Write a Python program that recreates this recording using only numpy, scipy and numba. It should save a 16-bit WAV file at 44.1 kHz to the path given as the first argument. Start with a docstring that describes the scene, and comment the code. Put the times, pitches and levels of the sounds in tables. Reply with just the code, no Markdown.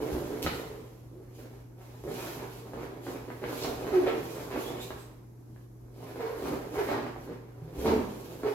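"""Balloons worked off a pole

Clusters of inflated latex balloons are worked up and off a pole in a tiled living room. Skin sticks
and slips on skin: the slips boom in the balloons, rasp on the latex and now and then lock into a groan
or squeak. Hands brush the skins, balloons wobble, snap free and knock, taut patches scrape and the
hardest pull judders. The room rings with it all, and an appliance hums underneath."""
import sys
import numpy as np
from scipy import signal
from scipy.fft import rfft, irfft
from scipy.io import wavfile
from scipy.ndimage import uniform_filter1d
from numba import njit

SR = 44100
rng = np.random.default_rng(int(sys.argv[2]) if len(sys.argv) > 2 else 0)


def persist_wave(psi):
    """Save psi, clipped to +-1, as 16-bit WAV."""
    counts = np.round(np.clip(psi, -1, 1) * 32767).astype(np.int16)
    wavfile.write(sys.argv[1], SR, np.atleast_2d(counts).T)


N = 376613
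T = np.arange(N) / SR


def undb(db):
    """Decibels to gain."""
    return np.exp(np.asarray(db) * np.log(10) / 20)


def unit_rms(x):
    """Scale to rms 1."""
    return x / np.sqrt(np.mean(x ** 2))


def steady(x, window=2200):
    """Hold the short-term rms near 1 and keep the grain."""
    power = uniform_filter1d(uniform_filter1d(x ** 2, window), window)
    return x / np.sqrt(np.abs(power) + 1e-12)


def wander(hz):
    """Random drift with a spread near 1, turning hz times a second."""
    return np.interp(T * hz, np.arange(N // 10), rng.standard_normal(N // 10))


def add(out, start_s, sound):
    """Mix a sound in at a time."""
    i = int(start_s * SR)
    out[i:i + len(sound)] += sound[:N - i]


def swell(start_s, length_s):
    """Half-sine envelope: the skin speeds up and slows down."""
    out = np.zeros(N)
    add(out, start_s, np.sin(np.pi * T[:int(length_s * SR)] / length_s))
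    return out


def along(points, hz):
    """Read (freq_hz, value) points on a log-frequency axis."""
    freq_hz, value = np.transpose(points)
    return np.interp(np.log(np.maximum(hz, 1)), np.log(freq_hz), value)


def colour(x, eq, size=2048):
    """Filter by an EQ curve, as a minimum-phase impulse response of energy 1."""
    gain = undb(along(eq, np.fft.rfftfreq(size, 1 / SR)))
    cepstrum = irfft(np.log(gain))
    cepstrum[1:size // 2] *= 2
    cepstrum[size // 2 + 1:] = 0
    impulse = irfft(np.exp(rfft(cepstrum)))
    return signal.fftconvolve(x, impulse / np.linalg.norm(impulse))[:N]


def soften(x, hz):
    """Second-order low-pass."""
    return signal.sosfilt(signal.butter(2, min(hz, SR / 3), fs=SR, output="sos"), x)


@njit
def resonate(x, hz, width_hz):
    """One resonance with a moving centre, gain 1 there."""
    out, band, low = np.empty(len(x)), 0., 0.
    for i in range(len(x)):
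        tuning, damping = np.tan(np.pi * hz[i] / SR), width_hz / hz[i]
        v = (band + tuning * (x[i] + 1e-18 - low)) / (1 + tuning * (tuning + damping))
        band, low = 2 * v - band, low + 2 * tuning * v
        out[i] = damping * v
    return out


def stroke(t, attack_s, hold_s, sag_db_per_s=12, release_db_per_s=420):
    """Envelope of one rub: the skin bites, eases while it is dragged, then lets go."""
    bite = np.sin(np.pi / 2 * np.minimum(t / attack_s, 1))
    released_s = np.maximum(t - attack_s - hold_s, 0)
    return bite * undb(-sag_db_per_s * t - release_db_per_s * released_s)


# Light contact on the column of balloons, easing as each cluster flies: time_s, boom_db, hiss_db
HANDLING = [(0.0, -42.5, -51.5), (0.56, -38.5, -56.5), (0.92, -56.5, -67), (1.11, -60.5, -75),
            (1.59, -51.0, -67), (1.63, -64.0, -87), (2.13, -50.0, -53.5), (2.98, -45.5, -67),
            (3.38, -48.0, -60.0), (3.84, -38.0, -53.5), (4.88, -45.0, -56.5), (5.27, -63, -84),
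            (5.62, -63.5, -70), (5.66, -69.0, -88.5), (6.28, -38.5, -57.0), (6.96, -45.0, -62.0),
            (7.5, -54.5, -77.5), (7.88, -44.0, -54.5), (8.5, -46.0, -60)]
# A balloon is dragged over its neighbour: start_s, attack_s, hold_s, boom_db, rasp_db
STROKES = [(0.0, 0.004, 0.17, -32.0, -40), (0.183, 0.03, 0.036, -35.0, -47),
           (0.293, 0.029, 0.0076, -32.0, -43), (0.409, 0.027, 0.019, -35, -42),
           (0.646, 0.032, 0.16, -47.5, -59), (1.1, 0.05, 0.07, -48, -70),
           (1.366, 0.022, 0.062, -49.0, -53.5), (1.768, 0.025, 0.17, -56.5, -55),
           (2.029, 0.046, 0.044, -34.0, -40), (2.141, 0.027, 0.15, -41.5, -40.5),
           (2.348, 0.042, 0.051, -38.5, -41.5), (2.723, 0.036, 0.09, -39.0, -42.5),
           (3.058, 0.026, 0.009, -34.5, -40.5), (3.128, 0.021, 0.013, -40.0, -43.5),
           (3.268, 0.021, 0.0052, -40.0, -45), (3.408, 0.028, 0.12, -37.0, -39.5),
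           (3.606, 0.044, 0.053, -33.0, -35), (3.799, 0.039, 0.049, -37.0, -40),
           (3.9, 0.025, 0.047, -30, -34), (4.009, 0.028, 0.029, -29.5, -34),
           (4.059, 0.023, 0.022, -31, -34), (4.119, 0.024, 0.042, -34.5, -44),
           (4.344, 0.036, 0.022, -40.5, -40), (4.485, 0.051, 0.03, -41.0, -35.5),
           (4.531, 0.025, 0.027, -31.5, -37.5), (4.636, 0.022, 0.11, -37.5, -42),
           (5.96, 0.08, 0.067, -45.5, -46.5), (6.14, 0.075, 0.045, -33.5, -37.5),
           (6.402, 0.035, 0.045, -35.0, -37), (6.48, 0.033, 0.024, -30.5, -37),
           (6.732, 0.046, 0.031, -29.0, -31.5), (6.862, 0.03, 0.035, -30.0, -29),
           (6.945, 0.026, 0.016, -32.0, -38.5), (6.996, 0.034, 0.047, -39.0, -41.0),
           (7.255, 0.036, 0.03, -37.5, -45), (7.741, 0.082, 0.025, -34, -42),
           (7.842, 0.026, 0.035, -29, -27.5), (7.945, 0.032, 0.025, -31, -42.5),
           (8.418, 0.045, 0.0062, -30, -32.0)]
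# A hand glides over a skin: start_s, length_s, hiss_db
HAND_SLIDES = [(0.097, 0.05, -50), (0.47, 0.15, -49.5), (1.301, 0.17, -59.5), (1.742, 0.22, -62.5),
               (2.033, 0.38, -47.5), (2.46, 0.15, -56), (2.758, 0.13, -61), (2.989, 0.19, -52.0),
               (3.422, 0.34, -45.5), (4.109, 0.39, -53), (4.52, 0.2, -47.5), (4.799, 0.047, -44.0),
               (4.953, 0.09, -57.5), (5.9, 0.36, -59.5), (6.348, 0.23, -50), (6.67, 0.28, -50),
               (7.139, 0.16, -61), (7.73, 0.2, -48.5), (8.121, 0.31, -60), (8.449, 0.13, -53.5)]
def friction(rasp_vs_boom_db=-5.5, hiss_vs_rasp_db=-25):
    """Envelopes of boom, rasp and hiss: handling, strokes and hand slides add in power."""
    time_s, *levels = np.transpose(HANDLING)
    touch_db, brush_db = (np.interp(T, time_s, db) for db in levels)
    boom, rasp, hiss = undb([touch_db, touch_db + rasp_vs_boom_db, brush_db]) ** 2
    for start_s, attack_s, hold_s, boom_db, rasp_db in STROKES:
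        grip = stroke(T[:SR], attack_s, hold_s)
        add(boom, start_s, (grip * undb(boom_db)) ** 2)
        add(rasp, start_s, (grip * undb(rasp_db)) ** 2)
        add(hiss, start_s, (grip * undb(rasp_db + hiss_vs_rasp_db)) ** 2)
    for start_s, length_s, hiss_db in HAND_SLIDES:
        hiss += (swell(start_s, length_s) * undb(hiss_db)) ** 2
    return np.sqrt([boom, rasp, hiss])


def slip_rate(force, firm_hz=204.58, firm_db=-33, db_per_octave=70, groan_below_hz=700):
    """Slip rate and unevenness: faster under a firmer rub, nearly even on the pitch of a groan."""
    hz = firm_hz * 2 ** ((20 * np.log10(force) - firm_db) / db_per_octave)
    uneven = np.full(N, .33)
    for start_s, length_s, start_hz, end_hz, *_ in SQUEALS:
        if start_hz < groan_below_hz:  # only low tones take the whole contact along
            on = (T >= start_s) & (T < start_s + length_s)
            hz[on] = np.linspace(start_hz, end_hz, on.sum())
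            uneven[on] = .1
    return hz, uneven


def slips(hz, uneven, scatter_db, count=4000):
    """One pulse per slip; an uneven grip scatters both the waits and the sizes."""
    pulses, now_s = np.zeros(N), 0
    for wait, size in rng.standard_normal((count, 2)):
        i = min(int(now_s * SR), N - 1)
        now_s += np.exp(uneven[i] * wait) / hz[i]
        at = int(round(now_s * SR))
        if at < N:
            pulses[at] += undb(scatter_db * np.sqrt(uneven[i]) * size)
    return pulses


def squeeze(depth=.04, rate_hz=9):
    """Drifting pitch ratio: squeezing a balloon shifts its resonances."""
    return 1 + depth * wander(rate_hz)


# Body resonances of the balloons: pitch_hz, width_hz, gain_db
BALLOON_MODES = [(74, 5.4, 4), (150, 49, 0), (266, 13.7, 0.5), (310, 49, 2.5), (384.5, 45, 5.5),
                 (450.7, 17, -2.5), (565, 630, -38), (745, 33, -5.5)]
# Midrange rasp of rubbed latex: freq_hz, gain_db
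RASP_EQ = [(350, -24.5), (600, 5.5), (900, 5), (1150, -1.5), (1600, -5), (2300, -9), (3200, -16),
           (4800, -19.5), (14000, -45.5)]
# Bright hiss of sliding latex: freq_hz, gain_db
HISS_EQ = [(1200, -20), (2500, 9), (3800, 6), (5200, 4.5), (7000, 3), (9000, -3), (11000, 3), (12500, 6),
           (14000, -2), (16000, -3.5)]
def rubbing(slide_s=.0011, boom_cutoff_hz=850, rasp_trim_db=.5, hiss_trim_db=2):
    """Slips ring the balloons and rasp the skin; between them the sliding latex hisses."""
    boom_gain, rasp_gain, hiss_gain = friction()
    pulses = slips(*slip_rate(boom_gain), scatter_db=5.5)
    # each slip slides on for a moment, tearing many tiny contacts
    sliding = signal.lfilter([1], [1, -np.exp(-1 / (slide_s * SR))], pulses)
    grit = unit_rms(sliding * rng.standard_normal(N))
    body = sum(undb(gain_db) * resonate(pulses, pitch_hz * squeeze(), float(width_hz))
               for pitch_hz, width_hz, gain_db in BALLOON_MODES)
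    boom = soften(body, boom_cutoff_hz)
    rasp = colour(unit_rms(pulses) + grit, RASP_EQ)
    hiss = colour(grit + rng.standard_normal(N), HISS_EQ)
    spurts = undb(3 * wander(55))  # the contact catches and lets go
    return (steady(boom) * boom_gain
            + steady(rasp * spurts) * rasp_gain * undb(rasp_trim_db)
            + steady(hiss * spurts) * hiss_gain * undb(hiss_trim_db))


def appliance_hum(pitch_hz=120, rms_db=-50.3, waver_db=1.6):
    """An appliance's mains hum, wavering a little in level."""
    return np.sqrt(2) * np.sin(2 * np.pi * pitch_hz * T) * undb(rms_db + waver_db * wander(15))


# Soft, bass-heavy room tone: freq_hz, gain_db
AIR_EQ = [(25, -26), (36, 1), (50, -2.5), (68, -1), (95, -5), (200, -7.5), (330, -5), (550, -22.5),
          (1000, -27), (3000, -49.5), (6000, -39), (9000, -44.5), (12300, -35.5), (15500, -52)]
def room_air(mid_db=-54.5, wide_above_hz=450):
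    """A stereo bed of air, its bass alike in both ears."""
    mid, side = (colour(rng.standard_normal(N), AIR_EQ) * undb(.5 * wander(22)) for _ in range(2))
    side = signal.sosfilt(signal.butter(1, wide_above_hz, "high", fs=SR, output="sos"), side)
    return undb(mid_db) * np.array([mid + side, mid - side])


# Low thumps as the column is jolted: start_s, pitch_hz, level_db, t60_s
THUMPS = [(0.123, 68.5, -29, 0.35), (0.446, 72, -28, 0.25), (0.446, 155, -22, 0.095), (3.69, 64, -35, 0.3),
          (4.012, 290, -23, 0.2), (4.91, 66.6, -37, 0.22), (6.525, 68, -34, 0.26),
          (7.618, 150, -30.5, 0.17), (7.775, 62.2, -33.5, 0.42), (7.868, 77.92, -31.5, 0.57)]
def thumps(rise_s=.003):
    """Big soft skins wobble: low sines that swell within a cycle and die away."""
    out, t = np.zeros(N), T[:SR]
    for start_s, pitch_hz, level_db, t60_s in THUMPS:
        envelope = (1 - np.exp(-t / rise_s)) * undb(level_db - 60 * t / t60_s)
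        add(out, start_s, np.sin(2 * np.pi * pitch_hz * t) * envelope)
    return out


def slap(flutter_gain, flutter_s):
    """A sharp blow, then a brief flutter of the slapping skin; energy 1."""
    t = T[:SR // 10]
    flutter = rng.standard_normal(len(t)) * np.exp(-t / flutter_s)
    push = (t == 0) + flutter_gain * flutter / np.linalg.norm(flutter)
    return push / np.linalg.norm(push)


# Skin snaps free: start_s, level_db
SNAPS = [(.423, -15), (.428, -6)]
def snaps():
    """Stuck latex peels off with a short bright tick."""
    out = np.zeros(N)
    for start_s, level_db in SNAPS:
        add(out, start_s, undb(level_db) * slap(flutter_gain=.39, flutter_s=.0066))
    return colour(out, HISS_EQ)


# Tone of a balloon knock: freq_hz, gain_db
KNOCK_EQ = [(100, -26), (260, -1), (450, -3), (900, -3), (1900, -2.5), (3200, -8.5), (4400, -9.5),
            (6000, -20), (15000, -34)]
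# Balloons knock together: start_s, level_db, cutoff_hz
KNOCKS = [(.434, -5, 450), (.464, 2, 4200), (.471, -6, 4000), (2.735, -10, 1000), (3.067, -8, 1300),
          (3.303, -6.5, 1300), (3.44, -5, 1900), (4.906, -4.5, 1300), (5.562, -24.5, 1300),
          (6.947, -6, 1500), (7.066, -9, 1400), (7.162, -10.5, 1100), (8.436, -6.5, 900)]
def knocks():
    """Skin meets skin; a lower cutoff makes a softer, duller blow."""
    out = np.zeros(N)
    for start_s, level_db, cutoff_hz in KNOCKS:
        blow = slap(flutter_gain=.7, flutter_s=.006)
        add(out, start_s, undb(level_db) * soften(blow, cutoff_hz))
    return colour(out, KNOCK_EQ)


# Low groans, and high squeaks from small taut patches:
# start_s, length_s, start_hz, end_hz, level_db, octave_gain_db, waver_ratio
SQUEALS = [(2.13, .14, 2380, 2560, -50, -14, .03), (3.92, .155, 368, 364, -17.5, -23, .02),
           (4.06, .06, 560, 500, -27, -18, .16), (4.635, .07, 3300, 3480, -45.5, -12, .03),
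           (4.793, .042, 3500, 4150, -42, -8, .035), (4.96, .08, 8200, 7900, -59, -30, .07),
           (6.19, .17, 440, 480, -41, -12, .1), (6.775, .04, 440, 415, -29, -22, .05),
           (8.445, .09, 428, 415, -28, -18, .05)]
def squeals():
    """Locked stick-slip: a gliding tone and its octave, unsteady in pitch and strength."""
    out = np.zeros(N)
    jitter, grip = wander(400), undb(1.8 * wander(90))
    for start_s, length_s, start_hz, end_hz, level_db, octave_gain_db, waver_ratio in SQUEALS:
        on = (T >= start_s) & (T < start_s + length_s)
        progress = (T[on] - start_s) / length_s
        glide_hz = start_hz + (end_hz - start_hz) * progress
        phase = 2 * np.pi * np.cumsum(glide_hz * (1 + waver_ratio * jitter[on])) / SR
        tone = np.sin(phase) + undb(octave_gain_db) * np.sin(2 * phase)
        out[on] += undb(level_db) * np.sin(np.pi * progress) * grip[on] * tone
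    return out


# Short, gritty scrapes: start_s, length_s, centre_hz, level_db
SCRAPES = [(3.61, .045, 4400, -37), (4.055, .055, 2100, -35.5), (4.525, .08, 1900, -47),
           (4.77, .04, 2700, -52), (7.845, .05, 3900, -41)]
def scrapes(slips_per_s=1200, width_ratio=.6):
    """Dense tiny slips ring a small taut patch of latex."""
    grit = (rng.random(N) < slips_per_s / SR) * rng.standard_normal(N)
    out, bend = np.zeros(N), squeeze()
    for start_s, length_s, centre_hz, level_db in SCRAPES:
        patch = resonate(grit, centre_hz * bend, float(width_ratio * centre_hz))
        out += steady(soften(patch, 1.5 * centre_hz)) * swell(start_s, length_s) * undb(level_db)
    return out


# Low-mid body of one heavy jerk: freq_hz, gain_db
JUDDER_EQ = [(140, -16), (240, 2), (440, 1), (600, -16), (950, -16), (2500, -36), (9000, -55)]
def judder(start_s=7.805, length_s=.205, rate_hz=220, level_db=-24, wobble_hz=74, wobble_db=6):
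    """The hardest pull: a big skin slips in nearly even jerks as the column's wobble works the grip."""
    pulses = slips(np.full(N, rate_hz), uneven=np.full(N, .028), scatter_db=10)
    grip = undb(wobble_db * np.sin(2 * np.pi * wobble_hz * T))
    jerks = colour(pulses * grip, JUDDER_EQ)
    return steady(jerks) * swell(start_s, length_s) * undb(level_db)


# Decay time of the tiled room: freq_hz, t60_s
ROOM_DECAY = [(100, 0.5), (400, 0.7), (3000, 0.62), (14000, 0.43)]
def room_tail(predelay_s=.0015, build_s=.0036, near_wall_gain=.94, near_wall_s=.012):
    """Spectrum of one diffuse tail: strong echoes from near walls, then each band dies at its own rate."""
    t, hz = T[:SR], np.fft.rfftfreq(SR, 1 / SR)
    centres = np.geomspace(60, 16000, 5)
    build = 1 - np.exp(-np.maximum(t - predelay_s, 0) / build_s)
    onset = build * (1 + near_wall_gain * np.exp(-t / near_wall_s))
    noise, tail = rfft(rng.standard_normal(SR)), 0
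    for centre, weights in zip(centres, np.eye(len(centres))):
        fade = onset * undb(-60 * t / along(ROOM_DECAY, centre))
        band = irfft(noise * along(np.column_stack([centres, weights]), hz))
        tail = tail + band * fade / np.linalg.norm(fade)
    return rfft(tail)


# Reverb level against the direct sound: freq_hz, wet_db
ROOM_WET = [(70, -1), (200, 2), (400, -4), (1000, 7), (4000, 8.5)]
# Stereo balance: freq_hz, left_minus_right_db
BALANCE = [(120, -1), (300, -2.5), (2000, 0), (9000, -4)]
def tiled_room(x, facing, facing_db=-7, right_lag_s=.0001, wide_above_hz=350):
    """Direct sound, with extra from sources facing the listener, then the ring of tile and stone."""
    hz = np.fft.rfftfreq(SR, 1 / SR)
    ears = np.array([[1], [-1]])  # left, right
    wet = undb(along(ROOM_WET, hz))
    gain = undb(ears * along(BALANCE, hz) / 2) / np.sqrt(1 + wet ** 2)
    lead = SR // 100  # samples of space for the filters' pre-ring

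    def hear(source, paths):
        """Carry a source to both ears."""
        impulse = np.roll(irfft(paths * gain), lead, axis=1)
        return signal.fftconvolve(source[None], impulse, axes=1)[:, lead:lead + N]

    direct = np.exp(-2j * np.pi * hz * right_lag_s * (ears < 0))
    out = hear(x + undb(facing_db) * facing, direct)
    alike = 1 / (1 + (hz / wide_above_hz) ** 4)  # long waves reach both ears alike
    # the sound wanders among four balloons, each with its own echoes
    places = np.array([wander(35) for _ in range(4)])
    for share in places / np.linalg.norm(places, axis=0):
        mid = room_tail() * np.sqrt((1 + alike) / 2)
        side = room_tail() * np.sqrt((1 - alike) / 2)
        out += hear(x * share, wet * (mid + ears * side))
    return out


def scene():
    """All the balloon sounds share one room, over a bed of hum and air."""
    facing = knocks() + snaps() + squeals() + scrapes()
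    balloons = rubbing() + judder() + thumps() + facing
    return tiled_room(balloons, facing) + appliance_hum() + room_air()


def record(dry, cutoff_hz=15800):
    """A steep low-pass takes off the very top."""
    return signal.sosfilt(signal.ellip(10, .2, 70, cutoff_hz, fs=SR, output="sos"), dry)


dry = scene()
out = record(dry)
persist_wave(out)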